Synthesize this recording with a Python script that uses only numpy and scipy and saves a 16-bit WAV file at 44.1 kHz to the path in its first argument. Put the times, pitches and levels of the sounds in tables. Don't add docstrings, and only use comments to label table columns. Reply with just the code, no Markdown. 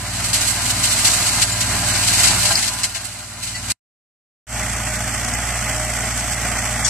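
import sys
import numpy as np
from scipy import signal
from scipy.fft import rfft, irfft, next_fast_len
from scipy.io import wavfile
from scipy.ndimage import uniform_filter1d

SR = 44100
rng = np.random.default_rng(int(sys.argv[2]) if len(sys.argv) > 2 else 0)


def volts_from_db(level):
    exponent = np.asarray(level, float) / 20
    return 10 ** exponent


def inscribe(sig):
    pcm = np.round(np.clip(np.atleast_2d(sig).T, -1, 1) * 32767)
    wavfile.write(sys.argv[1], SR, pcm.astype(np.int16))


N = 303849
SIZE = next_fast_len(N)
HZ = np.maximum(np.arange(SIZE // 2 + 1) * SR / SIZE, 1)
TIME = np.arange(N) / SR
SPLIT_S = 4.1

# (behind [Hz], front [Hz])
FIRING_HZ = (56.95, 58.26)
# (multiple of firing [-], level re second order [dB])
ORDERS_BEHIND = [(3, -9), (4, -14), (4.25, -14), (5, -16), (2.25, -18), (3.33, -14.5)]
# (multiple of firing [-], level re second order [dB])
ORDERS_FRONT = [(1.5, -15), (3, -16), (3.5, -11.5), (4, -10.5), (4.25, -15.5), (4.85, -17.5), (1.25, -21)]
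# (multiple of tooth rate [-], level re roar [dB])
PUMP_BEHIND = [(3, -11), (5, -11.5), (6, -16), (7, -18), (8, -15)]
# (multiple of tooth rate [-], level re roar [dB])
PUMP_FRONT = [(3, -8.5), (6, -21)]
# (frequency [Hz], density [dB per Hz])
ROAR_BEHIND = [(35, -69.5), (70, -60.5), (130, -60.5), (250, -60.5), (400, -67), (470, -73), (540, -69),
               (600, -64.5), (760, -58.5), (930, -61), (1200, -61.5), (1450, -59.5), (1600, -61),
               (2000, -61), (2500, -63.5)]
# (frequency [Hz], density [dB per Hz])
ROAR_FRONT = [(35, -76), (70, -64.5), (130, -58.5), (250, -61), (400, -70), (520, -67.5), (600, -63),
              (760, -58.5), (930, -66.5), (1200, -61.5), (1450, -63), (1600, -64), (2000, -61), (2500, -65)]
# (frequency [Hz], width [Hz], gain [dB])
RINGS_BEHIND = [(703, 29, 5), (1437, 70, 3), (1600, 40, 4.5), (2100, 65, 3.5), (2950, 73, 2),
                (250, 14, 3.5)]
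# (frequency [Hz], width [Hz], gain [dB])
RINGS_FRONT = [(709, 34, 5.8), (844, 30, 6.6), (1457, 80, 4), (1916, 56, 4.6), (2047, 50, 5.1),
               (2270, 45, 4.1)]
# (frequency [Hz], density [dB per Hz])
LEFT_BEHIND = [(1500, -63.5), (2100, -60.5), (2600, -61.5), (3400, -63.5), (3800, -63.5), (4100, -55),
               (5400, -56.5), (6000, -57.5), (8000, -57), (9800, -68), (11000, -67), (12500, -79.5),
               (14000, -70.5), (15500, -86)]
# (frequency [Hz], density [dB per Hz])
RIGHT_BEHIND = [(1500, -62), (2000, -56), (3000, -57), (3300, -67), (3800, -59), (4600, -60), (5000, -68),
                (6000, -61), (7200, -56.5), (7900, -50), (9000, -57.5), (11500, -63), (13000, -67.5),
                (15500, -75.5)]
# (frequency [Hz], density [dB per Hz])
LEFT_FRONT = [(1500, -61.5), (2050, -67.5), (2600, -70), (3300, -74.5), (3800, -74), (4300, -69.5),
              (5000, -67.5), (6200, -61.5), (7000, -67.5), (8200, -75.5), (10500, -75), (11300, -92),
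              (13000, -90), (15500, -101.5)]
# (frequency [Hz], density [dB per Hz])
RIGHT_FRONT = [(1500, -59.5), (2050, -65), (2600, -70), (3300, -69.5), (3900, -84), (4400, -78),
               (5200, -72), (6500, -70.5), (7600, -56.5), (8200, -59), (9500, -66.5), (10800, -74.5),
               (12300, -71.5), (15500, -84)]
# (frequency [Hz], left-right correlation [-])
ALIKE_BEHIND = [(60, 0.88), (290, 0.8), (640, 0.79), (1400, .75), (2756, .65), (3150, 0.12), (3500, .5),
                (4000, 0.27), (5500, 0.089), (7700, .3), (15000, .05)]
# (frequency [Hz], left-right correlation [-])
ALIKE_FRONT = [(60, 1), (290, 0.87), (640, 0.95), (1400, 0.96), (3100, 1), (3450, 0.092), (6200, 0.36),
               (9000, 0.11), (15000, .05)]
# (frequency [Hz], phase [rad])
PORT_PHASE_RAD = [(2900, 0), (3500, 3.0), (4500, 4.5), (6200, 7.8), (8000, 8.3)]
# (time [s], recorder gain [dB], grass load on flails [dB])
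WORK = [
    [(0.0, -2, -7), (0.21, -0.6, -3.5), (0.42, -.8, 0.3), (0.77, 0.7, -1.5), (1.0, -2.1, 5.5),
     (1.4, -1.7, 4.5), (1.55, 0.4, -1), (1.85, 2.5, -2), (2.25, -0.5, 6), (2.36, 2.2, 0.5),
     (2.5, -0.5, 5.5), (2.6, -7, 7.5), (2.83, -7.5, 0.8), (2.95, -11, 0.5), (3.3, -12, -2),
     (3.7, -3.5, -4.5)],
    [(4.6, 0, -0.9), (6.8, 0.16, 0.45)],
]
# (firing [dB], second order [dB], rotor [dB], roar [dB], shredding [dB])
LEVELS_DB = [
    (-35.5, -33.5, -35, -31.5, -24.5),
    (-31.5, -34, -40.5, -32, -29),
]
# (time [s], peak [dB], left-right [dB],
# fall [ms])
TUFTS = [(0.2344, -8.5, -1.1, 35), (0.33, -1.5, 0.8, 37), (0.4094, -9.5, -1, 29), (0.4703, -7, -6.5, 18),
         (0.4958, -11, -8, 18), (0.6514, -9, -2, 24), (0.6944, -9.5, -1, 14), (0.8294, -4, 1, 62),
         (0.9144, -11, -4, 21), (1.044, 0.5, 1.2, 24), (1.0694, -7, 3, 21), (1.1294, -8.5, -4.5, 18),
         (1.2594, -11, -5.5, 18), (1.4157, -2, 2.5, 14), (1.6044, -6.5, 3.5, 14), (1.8694, -10, -3, 18),
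         (1.948, -7.5, 7, 16), (2.0253, -7.5, 5, 18), (2.074, -5.5, 2.5, 22), (2.128, -3.5, 2, 27),
         (2.1894, -5.5, 4, 22), (2.2303, -6, 4, 27), (2.271, -4, 8, 18), (2.3894, -8.5, -2, 30),
         (2.4494, -4, 6, 24), (2.5044, -8, 4.5, 26), (2.5694, -8, 3.5, 35), (2.6214, -10.5, 3.5, 32),
         (2.6725, -9.5, 2.5, 9.7),
         (2.7794, -17, 4.5, 22), (2.832, -7, 2, 22), (2.945, -13.5, 6.5, 35), (3.0415, -17.5, -8, 15),
         (3.424, -13.5, -0.5, 30), (3.4642, -18, 5, 28), (3.5494, -18, 3.5, 18), (3.677, -16.5, 1, 22),
         (3.698, -7, 0.5, 20), (6.1072, -18.5, 7.5, 18), (6.322, -19.5, -9, 16), (6.846, -5, 8.5, 20),
         (6.8744, -9, 6, 16)]
# (time [s], peak [dB], panel index, rounded down [-], rise [ms])
STONES = [(2.5553, -2, 0.5, .4), (.3318, -13, 0, 0.34), (2.8335, -10, 5, .4), (6.2, -19, 5, .3),
          (6.3235, -16.5, 5, 0.32), (3.546, -26, 1.5, 5.2), (1.52, -20.5, 2, 2.7), (6.847, -13.5, 3, 0.66),
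          (2.503, -19.5, 4, 3), (6.2, -20, 5, .3), (5.2485, -14, 5, .3), (5.3378, -13, 5, 0.34),
          (2.955, -32, 4.5, 4.0)]
# (frequency [Hz], level [dB], t60 [s])
PANELS = [
    [(4694, 1.5, .015), (4320, -4.5, 0.011), (5200, -4.5, .01), (5030, -11, 0.087), (14500, -10, .006)],
    [(1974, 4, .13), (2780, -5.5, .11), (4511, 1, 0.13), (5496, -6, .1), (6681, -13.5, .12),
     (7897, -14.5, .16)],
    [(7140, 6, .08)],
    [(3400, -9.5, 0.11), (5460, -2.5, 0.1), (6580, 0.5, 0.075), (7130, 2, .04)],
    [(672, -4.5, 0.19), (817, -2.5, .12), (1039, -0.5, .1), (1403, -1.5, 0.11), (1590, 0, 0.13)],
    [(5230, 0, 0.0074), (6670, 0, 0.0074), (7800, 0, 0.011)],
]


def in_time(rows):
    time_s, *columns = np.transpose(rows)
    return [np.interp(TIME, time_s, column) for column in columns]


def at_hz(points):
    hz, value = np.transpose(points)
    return np.interp(np.log(HZ), np.log(hz), value)


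def drift(rate_hz):
    pole = np.exp(-80 * np.pi * rate_hz / SR)
    noise = rng.standard_normal(N // 40 + 2002)
    slow = signal.lfilter([1], [1, -2 * pole, pole * pole], noise)[2000:]
    return np.interp(np.arange(N) / 40, np.arange(len(slow)), slow / slow.std())


def slope(corner_hz, db_per_octave):
    return -np.maximum(np.log2(corner_hz / HZ) * db_per_octave, 0)


def humps(rings):
    return sum(db / (1 + (2 * (HZ - hz) / width_hz) ** 2) for hz, width_hz, db in rings)


def colour(pair, left_db, right_db, alike, low_hz, high_hz):
    mid, side = rfft(pair, SIZE)
    likeness = at_hz(alike)
    gains = volts_from_db(np.array([left_db, right_db]))
    band = (HZ > low_hz) & (HZ < high_hz)
    gains = gains / np.sqrt(np.sum(gains[:, band] ** 2) / 2 / len(HZ))
    common = np.sqrt((1 + likeness) / 2) * mid
    ports = common + np.sqrt((1 - likeness) / 2) * side * [[1], [-1]]
    ports[1] *= np.exp(1j * at_hz(PORT_PHASE_RAD))
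    return irfft(gains * ports, SIZE)[:, :N]


def tones(turns, table, wobble_db):
    total = 0
    for multiple, db in table:
        phase = 2 * np.pi * (multiple * turns + rng.random())
        total = total + volts_from_db(db + wobble_db * drift(3.6)) * np.sin(phase)
    return total


def engine(turns, firing_db, second_db, rotor_db, orders):
    swell = [volts_from_db(0.8 * drift(4)) for _ in range(3)]
    firing = swell[0] * volts_from_db(firing_db) * np.cos(2 * np.pi * turns)
    second = swell[1] * volts_from_db(second_db) * np.cos(4 * np.pi * turns + 0.23)
    rotor = swell[2] * volts_from_db(rotor_db) * np.sin(2 * np.pi * 1.673 * turns)
    weaker = volts_from_db(second_db) * tones(turns, orders, wobble_db=2.5)
    sway = volts_from_db(0.5 * drift(6) * [[1], [-1]])
    return np.sqrt(2) * sway * (firing + second + rotor + weaker)


def throb(turns, depth):
    beat = np.cos(2 * np.pi * turns + 1.0)
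    beat += 0.8 * np.cos(np.pi * turns) + 0.9 * np.cos(np.pi * turns / 2)
    return np.exp(depth * beat)


def body_roar(snaps, beat, roar, rings, alike):
    spectrum_db = at_hz(roar) + humps(rings) + slope(2500, -24)
    shaking = snaps[:, ::-1] * beat * volts_from_db(1.2 * drift(9))
    return colour(shaking, spectrum_db, spectrum_db, alike, 500, 1522)


def pump_whine(turns, pump, load_db):
    teeth = 3.543 * turns + 0.03 * drift(8)
    level_db = -0.45 * load_db - 0.9 + 2.2 * drift(11)
    return volts_from_db(level_db) * np.sqrt(2) * tones(teeth, pump, wobble_db=3)


def grass_snaps(per_s=5000, spread_db=2.4, hiss=0.6):
    sizes = volts_from_db(spread_db * np.minimum(rng.exponential(1, (2, N)), 5))
    sizes = sizes * rng.choice([-1, 1], (2, N))
    snaps = sizes * (rng.random((2, N)) < per_s / SR)
    return np.sqrt(1 - hiss) * snaps / snaps.std() + np.sqrt(hiss) * rng.standard_normal((2, N))


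def shredding(snaps, beat, turns, clatter, left, right, rings, alike):
    pulse = np.exp(0.9 * clatter * np.cos(2 * np.pi * turns + 1.2))
    torn = snaps * beat ** 0.64 * pulse * volts_from_db(drift(30))
    left_db, right_db = at_hz(left), at_hz(right)
    top_db = slope(3400, 40)
    under_db = slope(3400, -40) + slope(2000, 9) + humps(rings)
    bright = colour(torn, left_db + top_db, right_db + top_db, alike, 3400, 12030)
    dull = colour(torn, left_db + under_db, right_db + under_db, alike, 1200, 3400)
    return bright, dull


def one_pass(work, levels_db, firing_hz, orders, pump, roar, rings, left, right, alike, clatter,
             bursts, snaps):
    gain_db, load_db = in_time(work)
    firing_db, second_db, rotor_db, roar_db, shred_db = (db + gain_db for db in levels_db)
    roar_db = roar_db + 0.65 * load_db
    shred_db = shred_db + load_db
    turns = np.cumsum(firing_hz * (1 + 0.0008 * drift(1.5))) / SR
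    beat = throb(turns, clatter)
    tonal = engine(turns, firing_db, second_db, rotor_db, orders)
    body = body_roar(snaps, beat, roar, rings, alike)
    whine = pump_whine(turns, pump, load_db)
    bright, dull = shredding(snaps, beat, turns, clatter, left, right, rings, alike)
    shred = np.hypot(volts_from_db(shred_db + 3.0), bursts[0]) * bright
    shred += np.hypot(volts_from_db(roar_db - 2.5), bursts[1]) * dull
    return tonal + volts_from_db(roar_db - 0.71) * (body + whine) + shred


def tufts():
    rise_ms, hold_ms = 3.6, 13
    gains = np.zeros((2, 2, N))
    for time_s, peak_db, pan_db, fall_ms in TUFTS:
        at = int(time_s * SR)
        ms = np.arange(min(SR // 5, N - at)) * 1000 / SR
        rise = 1 - np.exp(-ms / rise_ms)
        fall = np.exp(-np.maximum(ms - hold_ms, 0) / fall_ms)
        burst = volts_from_db(peak_db - 11) * rise * fall * volts_from_db([[pan_db / 2], [-pan_db / 2]])
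        dull_db = min(-12.5 + pan_db, -7)
        if time_s > SPLIT_S:
            dull_db -= 8
        gains[0, :, at:at + len(ms)] += burst
        gains[1, :, at:at + len(ms)] += volts_from_db(dull_db) * burst
    return gains


def stones():
    out = np.zeros((2, N))
    for time_s, peak_db, panel, rise_ms in STONES:
        at = int(time_s * SR)
        t = np.arange(min(SR // 4, N - at)) / SR
        rise = 1 - np.exp(-t * 1000 / rise_ms)
        for hz, level_db, t60_s in PANELS[int(panel)]:
            ring = volts_from_db(peak_db + level_db - 60 * t / t60_s) * rise
            phase = 2 * np.pi * (hz * t + rng.random((2, 1)) * 0.17)
            out[:, at:at + len(t)] += ring * np.sin(phase) * volts_from_db([[2.5], [-2.5]])
    return out


def cut():
    cut_s, tail_s, tail_db_per_root_s = 3.7205, 0.075, 270
    open_s, open_gain, fade_in_s = 4.468, 0.06, 0.094
    after_s = np.maximum(TIME - cut_s, 0)
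    tail = volts_from_db(-tail_db_per_root_s * np.sqrt(after_s)) * (after_s < tail_s)
    fade_in = np.minimum(open_gain + (TIME - open_s) / fade_in_s, 1) * (TIME > open_s)
    return np.where(TIME < SPLIT_S, tail, fade_in)


def spectral_thinning(x, margin_db, mid_margin_db, top_db, weak_share):
    frame = dict(window="cosine", nperseg=2048, noverlap=1024)
    left_right = signal.stft(x, **frame)[2][:, :1024]
    budget = volts_from_db(2.4 * rng.standard_normal((64, left_right.shape[2]))).repeat(2, axis=0)
    lines = (np.arange(1024) > 40)[:, None]

    def thinned(pair, under_db):
        power = abs(pair) ** 2
        bands = power.reshape(2, 128, 8, -1).mean(axis=2)
        near = uniform_filter1d(bands, size=2, axis=2)
        floor = volts_from_db(top_db) ** 2 * near[:, 20:60].mean(axis=1, keepdims=True)
        around = uniform_filter1d(near, size=15, axis=1) + floor
        keep = near * budget > around * volts_from_db(-under_db) ** 2
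        keep[:, :14] = True
        strong = power > weak_share * lines * near.repeat(8, axis=1)
        return pair * keep.repeat(8, axis=1) * strong

    swap = np.array([[1, 0.96], [1, -1]]) / np.sqrt(2)
    mid_side = np.tensordot(swap, thinned(left_right, margin_db), 1)
    mid_side = thinned(mid_side, mid_margin_db)
    frames = np.pad(np.tensordot(swap, mid_side, 1), ((0, 0), (0, 1), (0, 0)))
    return signal.istft(frames, **frame)[1][:, :N]


def scene():
    bursts, snaps = tufts(), grass_snaps()
    behind = one_pass(WORK[0], LEVELS_DB[0], FIRING_HZ[0], ORDERS_BEHIND, PUMP_BEHIND, ROAR_BEHIND,
                      RINGS_BEHIND, LEFT_BEHIND, RIGHT_BEHIND, ALIKE_BEHIND,
                      clatter=0.03, bursts=bursts, snaps=snaps)
    front = one_pass(WORK[1], LEVELS_DB[1], FIRING_HZ[1], ORDERS_FRONT, PUMP_FRONT, ROAR_FRONT,
                     RINGS_FRONT, LEFT_FRONT, RIGHT_FRONT, ALIKE_FRONT,
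                     clatter=0.11, bursts=bursts, snaps=snaps)
    return np.where(TIME < SPLIT_S, behind, front) + stones()


def band_limit(x):
    return signal.sosfilt(signal.butter(12, 15520, fs=SR, output="sos"), x)


def record(dry):
    limited = 1.05 * np.tanh(dry / 1.05)
    thinned = spectral_thinning(limited, margin_db=10.0, mid_margin_db=6.0, top_db=-9.5, weak_share=0.3)
    return band_limit(thinned * volts_from_db(0.56) * cut())


dry = scene()
out = record(dry)
inscribe(out)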